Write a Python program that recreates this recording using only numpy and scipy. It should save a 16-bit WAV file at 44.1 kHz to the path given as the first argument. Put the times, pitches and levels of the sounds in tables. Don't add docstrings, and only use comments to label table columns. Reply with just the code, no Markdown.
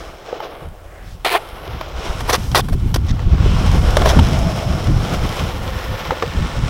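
import sys
import numpy as np
from scipy import signal
from scipy.fft import rfft, irfft, next_fast_len
from scipy.io import wavfile
from scipy.ndimage import uniform_filter1d, map_coordinates

SR = 44100
rng = np.random.default_rng(int(sys.argv[2]) if len(sys.argv) > 2 else 0)


def ratio_of_db(decibels):
    return 10 ** (np.asarray(decibels, float) / 20)


def dump_mix(stems):
    frames = np.atleast_2d(stems).T
    limited = np.clip(frames, -1, 1)
    pcm = np.round(limited * 32767).astype(np.int16)
    wavfile.write(sys.argv[1], SR, pcm)


N = 295029


def unit(x):
    return x / np.sqrt(np.mean(x ** 2) + 1e-20)


def span(start, end):
    return slice(round(start * SR), round(end * SR))


def curves(rows):
    s, *cols = np.transpose(rows)
    return [np.interp(np.arange(N) / SR, s, c) for c in cols]


def wobble(rate):
    knots = rng.standard_normal(int(N * rate / SR) + 4)
    return map_coordinates(knots, [np.arange(N) * rate / SR])


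def filtered(x, response):
    m = next_fast_len(N + SR // 2)
    return irfft(rfft(x, m) * response(np.fft.rfftfreq(m, 1 / SR)), m)[..., :N]


def coloured(x, points):
    f, db = np.transpose(points)
    return unit(filtered(x, lambda hz: ratio_of_db(np.interp(np.log(hz + 1), np.log(f), db, -120, -120))))


def resonant(x, modes):
    def response(f):
        return sum((-1) ** k * ratio_of_db(db) * 1j * f * w / (c * c - f * f + 1j * f * w)
                   for k, (c, w, db) in enumerate(modes))
    return unit(filtered(x, response))


def grit(rate, spread_db, share):
    struck = rng.random(N) < rate / SR
    grains = struck * ratio_of_db(spread_db * rng.standard_normal(N)) * np.sign(rng.standard_normal(N))
    return np.sqrt(1 - share) * rng.standard_normal(N) + np.sqrt(share) * unit(grains)


def steadied(x, span_s, depth):
    return unit(x / (uniform_filter1d(np.abs(x), round(span_s * SR)) + 0.04) ** depth)


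def park():
    # frequency in Hz, level in dB per Hz.
    spectrum = [(15, 0), (40, -13), (120, -9), (250, -25), (1000, -66), (5000, -34), (9000, -47),
                (15900, -35)]
    return ratio_of_db(-50.0) * coloured(rng.standard_normal(N), spectrum)


def wind():
    # frequency in Hz, level in dB per Hz.
    push = [(8, -28), (16, -6), (40, 5.5), (60, -2), (90, -6.5)]
    buffet = [(35, -34), (55, -1), (75, 2.5), (110, -1), (140, -20), (200, -65)]
    flutter = [(85, -11), (120, -1), (150, 1), (200, -5.5), (280, -11.5), (450, -25.5), (900, -67)]
    # time in seconds, pressure in dB, smallness of the eddies in dB,
    # shedding off the camera body in dB.
    air = [(0, -36, -2, 0), (.2, -47, -1, -12), (.56, -41.5, 1.5, -18), (.8, -46, -8.5, 0),
           (1.38, -42, -1.5, 0), (1.9, -32.5, -1, 2.5), (2.35, -25.5, -0.5, 4.5), (2.68, -19.5, 2, -2.5),
           (2.98, -19, 0, 6), (3.6, -25.5, -0.5, -1), (4.05, -11, -2, 1), (4.35, -15.5, 3, 2.5),
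           (4.62, -24, 3.5, -1), (5.05, -21, 7.5, -4.5), (5.35, -27, 1, -2), (5.65, -23.5, 1, -0.5),
           (6.17, -36, 0, 5), (6.69, -21, 1.5, -7)]
    # peak in seconds, pressure in dB, half length in seconds, smallness in dB.
    gusts = [(0.085, -45, 0.13, -9), (0.684, -31, 0.088, -1), (0.878, -46, 0.052, -10),
             (1.112, -34.5, 0.25, -3), (1.532, -39, 0.024, -8), (1.738, -29.5, 0.11, 1.5),
             (1.973, -28.5, 0.04, -7), (2.112, -28, 0.052, -10), (2.25, -21.5, .06, -4.5),
             (2.516, -17.5, 0.056, -1.5), (2.729, -14, 0.04, -5), (2.87, -18, 0.12, -3),
             (3.128, -10.5, 0.044, -1.5), (3.275, -10, 0.032, -3.5), (3.333, -8, 0.03, 0.5),
             (3.485, -11, 0.21, -1.5), (3.74, -11, 0.28, -0.5), (3.885, -13.5, 0.03, -9),
             (4.192, -7, 0.078, -0.5), (4.456, -17, 0.077, 0.5), (4.705, -15.5, 0.076, 2),
             (4.939, -12, 0.14, -1), (5.22, -19, 0.15, -2), (5.442, -20.5, 0.084, 1), (5.76, -24, 0.077, 1),
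             (5.92, -25, 0.1, 0), (6.094, -25.5, 0.045, 0.5), (6.282, -25.5, 0.054, 4.5),
             (6.405, -13.5, 0.087, -2), (6.625, -16.5, 0.11, 0.5)]
    lean = np.array([[-1], [0.9], [1]])
    grows = np.array([[0.92], [1.025], [1]])
    calm_db = np.array([[-0.5], [-3], [0]])
    push_db, buffet_db, flutter_db = -4, -2.5, -7

    def sizes(db, small_db):
        return ratio_of_db(grows * (db + 20) - 19.5 + lean * small_db)

    t = np.arange(N) / SR
    air_db, small_db, shed_db = curves(air)
    power = (ratio_of_db(calm_db) * sizes(air_db, small_db)) ** 2
    power[1] *= ratio_of_db(shed_db) ** 2
    for s, db, length, gust_small_db in gusts:
        n = slice(max(round((s - length) * SR), 0), round((s + length) * SR))
        swell = np.cos(np.pi / 2 * (t[n] - s) / length) ** 2
        power[:, n] += (sizes(db, gust_small_db) * swell) ** 2

    slow = steadied(coloured(rng.standard_normal(N), push), 0.06, 1.0)
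    middle = steadied(coloured(rng.standard_normal(N), buffet), 0.037, 0.41)
    unrest = ratio_of_db(0.3 * wobble(26) + 5.0 * wobble(40))
    fast = steadied(coloured(unrest * rng.standard_normal(N), flutter), 0.035, 0.46)
    return ratio_of_db([push_db, buffet_db, flutter_db]) @ (np.sqrt(power) * [slow, middle, fast])


def singing():
    # start in seconds, end in seconds, frequency in Hz, width in Hz, level in dB.
    sung_modes = [(4.3, 4.78, 650, 70, -28), (5.3, 6.4, 518, 21, -39.5), (5.45, 6.69, 1790, 110, -42.5),
                  (3.97, 4.2, 590, 230, -24.5), (3.96, 4.12, 400, 120, -26.5), (.86, 1.135, 1700, 810, -47),
                  (1.248, 1.262, 2360, 500, -22), (2.292, 2.312, 520, 99, -20),
                  (2.285, 2.312, 930, 81, -20.5), (2.326, 2.345, 5860, 400, -21),
                  (2.553, 2.578, 4140, 320, -19), (2.605, 2.612, 3500, 600, -25),
                  (4.017, 4.027, 3150, 400, -25.5), (4.192, 4.2, 3150, 400, -20),
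                  (4.085, 4.104, 5600, 820, -24.5), (6.108, 6.116, 3000, 430, -31),
                  (6.118, 6.142, 500, 57, -24), (6.223, 6.231, 1760, 1100, -24), (0, .2, 12500, 4000, -60),
                  (2.36, 2.55, 12500, 5000, -47), (2.36, 2.55, 5600, 1500, -44),
                  (2.61, 2.77, 12500, 5000, -54), (2.86, 2.945, 13000, 3000, -51),
                  (1.258, 1.268, 690, 120, -20), (1.345, 1.362, 760, 80, -17),
                  (1.04, 1.17, 4000, 3000, -50), (3.42, 3.62, 2850, 700, -37), (3.4, 5.5, 5350, 350, -43),
                  (3.19, 3.3, 3000, 1500, -47), (1.376, 1.395, 740, 200, -30), (5.3, 5.42, 1900, 900, -38)]
    out = np.zeros(N)
    lead = SR // 10
    for start, end, hz, width_hz, db in sung_modes:
        n = span(start, end)
        b, a = signal.iirpeak(hz, hz / width_hz, SR)
        mode = signal.lfilter(b, a, rng.standard_normal(len(out[n]) + lead))[lead:]
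        swell = np.abs(np.sin(np.linspace(0, np.pi, len(mode)))) ** 0.39
        out[n] += ratio_of_db(db) * swell * unit(mode)
    return out


def chatter():
    # start in seconds, end in seconds, first beat in Hz, last beat in Hz, level in dB.
    beats = [
        (1.326, 1.378, 345.2, 440, -18),
        (2.324, 2.366, 239.6, 298, -20),
        (2.575, 2.609, 340, 410, -17.5),
    ]
    # multiple of the beat, level in dB.
    overtones = [(1, -7), (2, 1), (3, -4), (4, -11), (5, -9), (6, -18)]
    out, waver, flicker = np.zeros(N), wobble(120), wobble(150)
    for start, end, first_hz, last_hz, db in beats:
        n = span(start, end)
        u = np.linspace(0, 1, len(out[n]))
        beat_hz = (first_hz + (last_hz - first_hz) * u ** 2.5) * (1 + .03 * waver[n])
        turn = 2 * np.pi * np.cumsum(beat_hz) / SR
        stack = sum(ratio_of_db(level_db) * np.sin(round(k) * turn) for k, level_db in overtones)
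        swell = np.abs(np.sin(np.pi * u)) ** 1.25
        out[n] += ratio_of_db(db + 2.6 * flicker[n]) * swell * unit(stack)
    return out


def skids():
    # frequency in Hz, width in Hz, level in dB.
    shaken = [(422, 108, 0), (730, 61, 1), (930, 210, -4), (1102, 86, -0.5), (1310, 290, -9)]
    rasp = [(1924, 97, 6), (2180, 650, -7), (3410, 390, 2), (3900, 660, -1.5), (5780, 900, -4.5)]
    far_rasp = [(1810, 120, 5), (2250, 600, 0), (3300, 700, 0), (4200, 700, -2)]
    # frequency in Hz, level in dB per Hz.
    scrape = [(4500, -23), (6300, -10), (7500, -7), (10200, -2.5), (12500, -5.5), (15800, -9)]
    far_scrape = [(4500, -8), (6000, -8), (7000, -7), (9000, 0), (10800, -3), (12400, -13), (14000, -4),
                  (15800, -2)]
    # start in seconds, hardest moment in seconds, end in seconds, deck level in dB, truck rasp in dB
    grinds = [
        (1.246, 1.25, 1.282, -19, 2),
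        (1.262, 1.27, 1.283, -24, 3),
        (1.276, 1.284, 1.294, -20, 3),
        (1.29, 1.294, 1.301, -22, 3),
        (1.299, 1.303, 1.315, -20, 3),
        (1.309, 1.316, 1.33, -21, 3),
        (1.318, 1.327, 1.348, -21, 1),
        (1.325, 1.352, 1.384, -18, 0),
    ]
    slides = [
        (3.076, 3.096, 3.104, -37, 10),
        (3.102, 3.107, 3.12, -36.5, 9.5),
        (3.199, 3.202, 3.208, -42, 5),
        (4.05, 4.062, 4.08, -23, 0),
        (4.068, 4.094, 4.128, -19, 0),
    ]
    pivots = [(2.276, 2.292, 2.297, -21, -8), (2.293, 2.297, 2.316, -13.5, -2.5),
              (2.309, 2.317, 2.324, -22, -7), (2.32, 2.332, 2.348, -15.5, -1),
              (2.334, 2.349, 2.368, -14.5, -2), (2.546, 2.548, 2.564, -14, -4),
              (2.55, 2.559, 2.584, -13, -3), (2.566, 2.575, 2.592, -17, -4),
              (2.578, 2.594, 2.611, -15, -4.5), (2.941, 2.943, 2.957, -19.5, -2),
              (2.955, 2.961, 2.974, -20.5, -3.5)]
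    scuffs = [
        (2.202, 2.207, 2.222, -27, -1),
        (2.514, 2.517, 2.545, -33, -6),
        (2.62, 2.645, 2.68, -40, -6),
        (2.684, 2.688, 2.707, -30, -8),
        (2.721, 2.729, 2.752, -29, -9),
        (2.86, 2.9, 2.945, -45, -16),
    ]
    bite_db, let_go_db = 14, 13
    touch_s, leave_s = .0012, .005

    slips = .5 + .5 * np.cos(2 * np.pi * np.cumsum(125 * ratio_of_db(2.5 * wobble(30))) / SR)
    rub = grit(2500, spread_db=3.2, share=.3) * (1.6 + slips ** 1.5)
    tread = grit(1500, spread_db=5, share=.45) * (1.1 + slips ** 1.6)
    deck = filtered(resonant(rub, shaken), lambda hz: (1j * hz / (350 + 1j * hz)) ** 2)
    near = np.array([deck, -ratio_of_db(-2.2) * resonant(rub, rasp), coloured(tread, scrape)])
    far = np.array([deck, -ratio_of_db(-2.2) * resonant(rub, far_rasp), coloured(tread, far_scrape)])

    out, t = np.zeros(N), np.arange(N) / SR
    # moves, rubber hiss in dB over the deck, view
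    kinds = ((grinds, -16, far), (slides, -15, near), (pivots, -12, near), (scuffs, -12, near))
    for rows, hiss_db, layers in kinds:
        for start, top, end, deck_db, rasp_db in rows:
            n = span(start, end)
            sag_db = np.interp(t[n], [start, top], [bite_db, 0])
            sag_db += let_go_db * np.interp(t[n], [top, end], [0, 1]) ** 1.6
            contact = np.clip(np.minimum((t[n] - start) / touch_s, (end - t[n]) / leave_s), 0, 1)
            body = ratio_of_db([0, rasp_db]) @ layers[:2, n]
            hiss = ratio_of_db(hiss_db + 0.3 * sag_db) * layers[2, n]
            out[n] += contact * ratio_of_db(deck_db - sag_db) * (body + hiss)
    return out


def clacks():
    # time in seconds, peak in dB, pitch in Hz,
    # truck snap in dB over the peak.
    knocks = [(.328, -9.5, 507, -40), (.403, -15, 860, -22), (1.248, -12, 815, 1.5),
              (1.259, -7.5, 690, -17), (3.193, -24, 905, -6), (1.678, -22, 385, -16),
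              (1.811, -16, 630, -5.5), (2.547, -2.5, 876, -9.5), (2.685, -23, 1050, -11),
              (2.942, -16, 1060, -12), (3.381, -24, 485, -9), (3.46, -10.5, 415, -22),
              (3.563, -21, 975, -12), (3.664, -16, 846, -18), (3.969, 0.5, 604, -10.5),
              (4.019, -8.5, 725, -9.5), (4.058, 1, 653, -10.5), (4.074, -7, 655, -17),
              (4.134, -8, 620, -21), (4.19, -4, 900, -12), (4.287, -16, 664, -23), (5.048, -17, 678, -9),
              (5.318, -25, 804, -4), (2.727, -20, 620, -18), (2.96, -10.5, 340, -27),
              (6.107, -7.5, 863, -11), (6.119, -12, 490, -14), (6.224, -9, 476, -7), (6.235, -8, 480, -21),
              (6.244, -26, 510, -11)]
    # time in
    # seconds, tick level in dB.
    pebbles = [(.403, -40), (0.686, -49), (1.488, -42), (1.811, -35), (1.887, -43), (2.516, -36.5),
               (2.945, -27), (3.067, -44), (3.715, -33.5), (3.906, -32), (4.092, -29), (4.39, -35),
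               (5.291, -34.5), (5.4, -35), (5.788, -42), (2.44, -43), (2.851, -54), (1.248, -28),
               (2.547, -27), (2.942, -28), (3.969, -24.5), (4.058, -31), (4.19, -37), (6.108, -42),
               (2.958, -38), (2.961, -35), (3.104, -46)]
    # time in seconds,
    # level in dB.
    stones = [(3.6616, -20), (3.7464, -23), (4.2323, -23), (4.2862, -21), (4.8419, -24), (5.0494, -23),
              (5.1382, -20), (5.2694, -23), (5.3677, -20), (5.8421, -24), (6.2771, -23), (6.5899, -24)]
    # frequency in Hz, width in Hz, level in dB.
    snap_modes = [(1140, 270, 8.5), (1820, 620, 3), (2870, 1560, -4.5)]
    # frequency in Hz, level in dB per Hz.
    tick_spectrum = [(3000, 6), (4200, -4), (5500, 0), (7500, -8.5), (12000, -10), (15800, -16)]
    ring_s = 0.02
    tail_cycles, tail_db = 50, -18

    # time, thump dB, pitch Hz, snap dB, tick dB; stones leave the deck silent
    hits = [(s, db, hz, db + snap_db, db + snap_db - 26) for s, db, hz, snap_db in knocks]
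    hits += [(s, -120, 1, db, db) for s, db in pebbles]
    hits += [(s, -120, 1, db - 16, db - 16) for s, db in stones]

    out, t = np.zeros((3, N + SR)), np.arange(SR // 8) / SR
    for s, db, hz, snap_db, tick_db in hits:
        turn = 2 * np.pi * hz * t
        thump = np.sin(turn) + .5 * np.sin(1.463 * turn) + 0.21 * np.sin(2.4 * turn)
        thump *= ratio_of_db(-60 * t / ring_s)
        thump += ratio_of_db(tail_db - 60 * t * hz / tail_cycles) * np.sin(turn)
        thump *= ratio_of_db(db) * (1 - np.exp(-t / 0.00057))
        decay = ratio_of_db(-60 * t / 0.032) + 1.6 * ratio_of_db(-60 * t / 0.0053)
        burst = decay * (1 - np.exp(-t / 0.00025)) * rng.standard_normal(len(t))
        hit = np.array([thump, ratio_of_db(snap_db - 3.5) * burst, ratio_of_db(tick_db + 4.0) * burst])
        out[:, round(s * SR):][:, :len(t)] += hit
    thumps, snaps, ticks = out[:, :N]
    axle = np.std(snaps) * resonant(snaps, snap_modes)
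    return thumps + axle + np.std(ticks) * coloured(ticks, tick_spectrum)


def rolling():
    # time in seconds, loudness in dB, how far the tread faces the microphone in dB.
    ride = [(0, -31, -2), (.15, -38.5, -1), (.45, -28, -2.5), (.8, -43, -1), (1.02, -42, -4),
            (1.28, -47, 3.5), (1.43, -33, 1), (1.9, -34, 1), (2.08, -26.5, 1), (2.72, -42.5, 3.5),
            (3.28, -35, 0), (3.45, -28, 3), (3.76, -24.5, 0.5), (4.15, -20.5, -1), (4.32, -25.5, 0.5),
            (5.1, -25, 0), (5.7, -28.5, 3.5), (6.69, -30, 3.5)]
    # centre in seconds, length in seconds, gain in dB.
    rough = [(.5, 0.07, -1.5), (0.972, 0.099, 1), (1.62, 0.028, 2.5), (2.424, 0.11, 1.5), (3.224, 0.017, 1),
             (3.526, 0.059, 1), (4.6, .1, -1), (4.878, 0.072, -2), (5.141, 0.028, 4.5), (5.377, 0.075, 3),
             (5.637, 0.15, -1)]
    # frequency in Hz, width in Hz, level in dB.
    deck_modes = [(340, 90, -5.5), (490, 77, -1), (569, 87, -1), (697, 155, -1.5)]
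    plies = [(880, 269, 1), (1120, 148, 2), (1315, 194, 0.5), (1445, 186, 0.5), (1785, 370, -10)]
    trucks = [(2085, 385, 0.5), (3180, 970, 1.5), (4170, 690, -1), (5380, 990, -3), (7000, 1200, -39)]
    # frequency in Hz, level in dB per Hz.
    hiss_spectrum = [(5200, -24), (6600, -4), (7600, 1), (9000, -0.5), (11000, -1), (13000, -5),
                     (15800, -10)]

    loud_db, facing_db = curves(ride)
    t = np.arange(N) / SR
    loud_db += sum(db * np.exp(-((t - s) / length) ** 2) for s, length, db in rough)
    patch_db = .7 * wobble(11) + 1.3 * wobble(35)
    road = grit(1200, spread_db=3.0, share=0.24)
    sand = grit(700, spread_db=5.5, share=0.3)
    dust = grit(900, spread_db=4.5, share=.25)

    boom = ratio_of_db(-4.5 - 0.35 * facing_db) * resonant(road, deck_modes)
    rattle = ratio_of_db(-6 + 0.55 * facing_db) * resonant(road, plies)
    wheels = ratio_of_db(-10 + facing_db + 0.63 * wobble(14)) * resonant(sand, trucks)
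    mean_db = loud_db.mean()
    hiss_db = -22.5 + 2.36 * facing_db + mean_db + 0.9 * (loud_db - mean_db)
    hiss = ratio_of_db(hiss_db + .6 * patch_db) * coloured(dust, hiss_spectrum)
    return ratio_of_db(loud_db + patch_db) * (boom + rattle + wheels) + hiss


def ground(x):
    # time in seconds, first notch in Hz, strength from 0 to 1.
    mirror = [(0, 19100, .3), (.25, 14500, .6), (.42, 8800, .65), (.55, 6600, .7), (.75, 5000, .5),
              (.95, 4400, .5), (1.1, 6500, 0), (1.45, 6300, .5), (1.7, 7800, .65), (1.92, 9800, .6),
              (2.2, 17000, .2), (3, 12600, .2), (3.4, 11000, .7), (3.8, 15000, .15), (4.5, 13700, .15),
              (5.2, 9500, .15), (5.95, 8900, .6), (6.69, 12800, .65)]
    notch_hz, strength = curves(mirror)
    late = map_coordinates(x, [np.arange(N) - SR / (2 * notch_hz)])
    return (x + strength * late) / (1 + strength / 2)


def scene():
    board = singing() + chatter() + skids() + clacks() + rolling()
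    return (park() + wind() + ground(board))[None]


def low_pass(x):
    return signal.sosfilt(signal.butter(12, 16960, fs=SR, output="sos"), x)


def record(dry):
    clipped = np.clip(dry, -1, 1)
    mix = filtered(clipped, lambda hz: hz < 15950)
    return low_pass(mix)


dry = scene()
out = record(dry)
dump_mix(out)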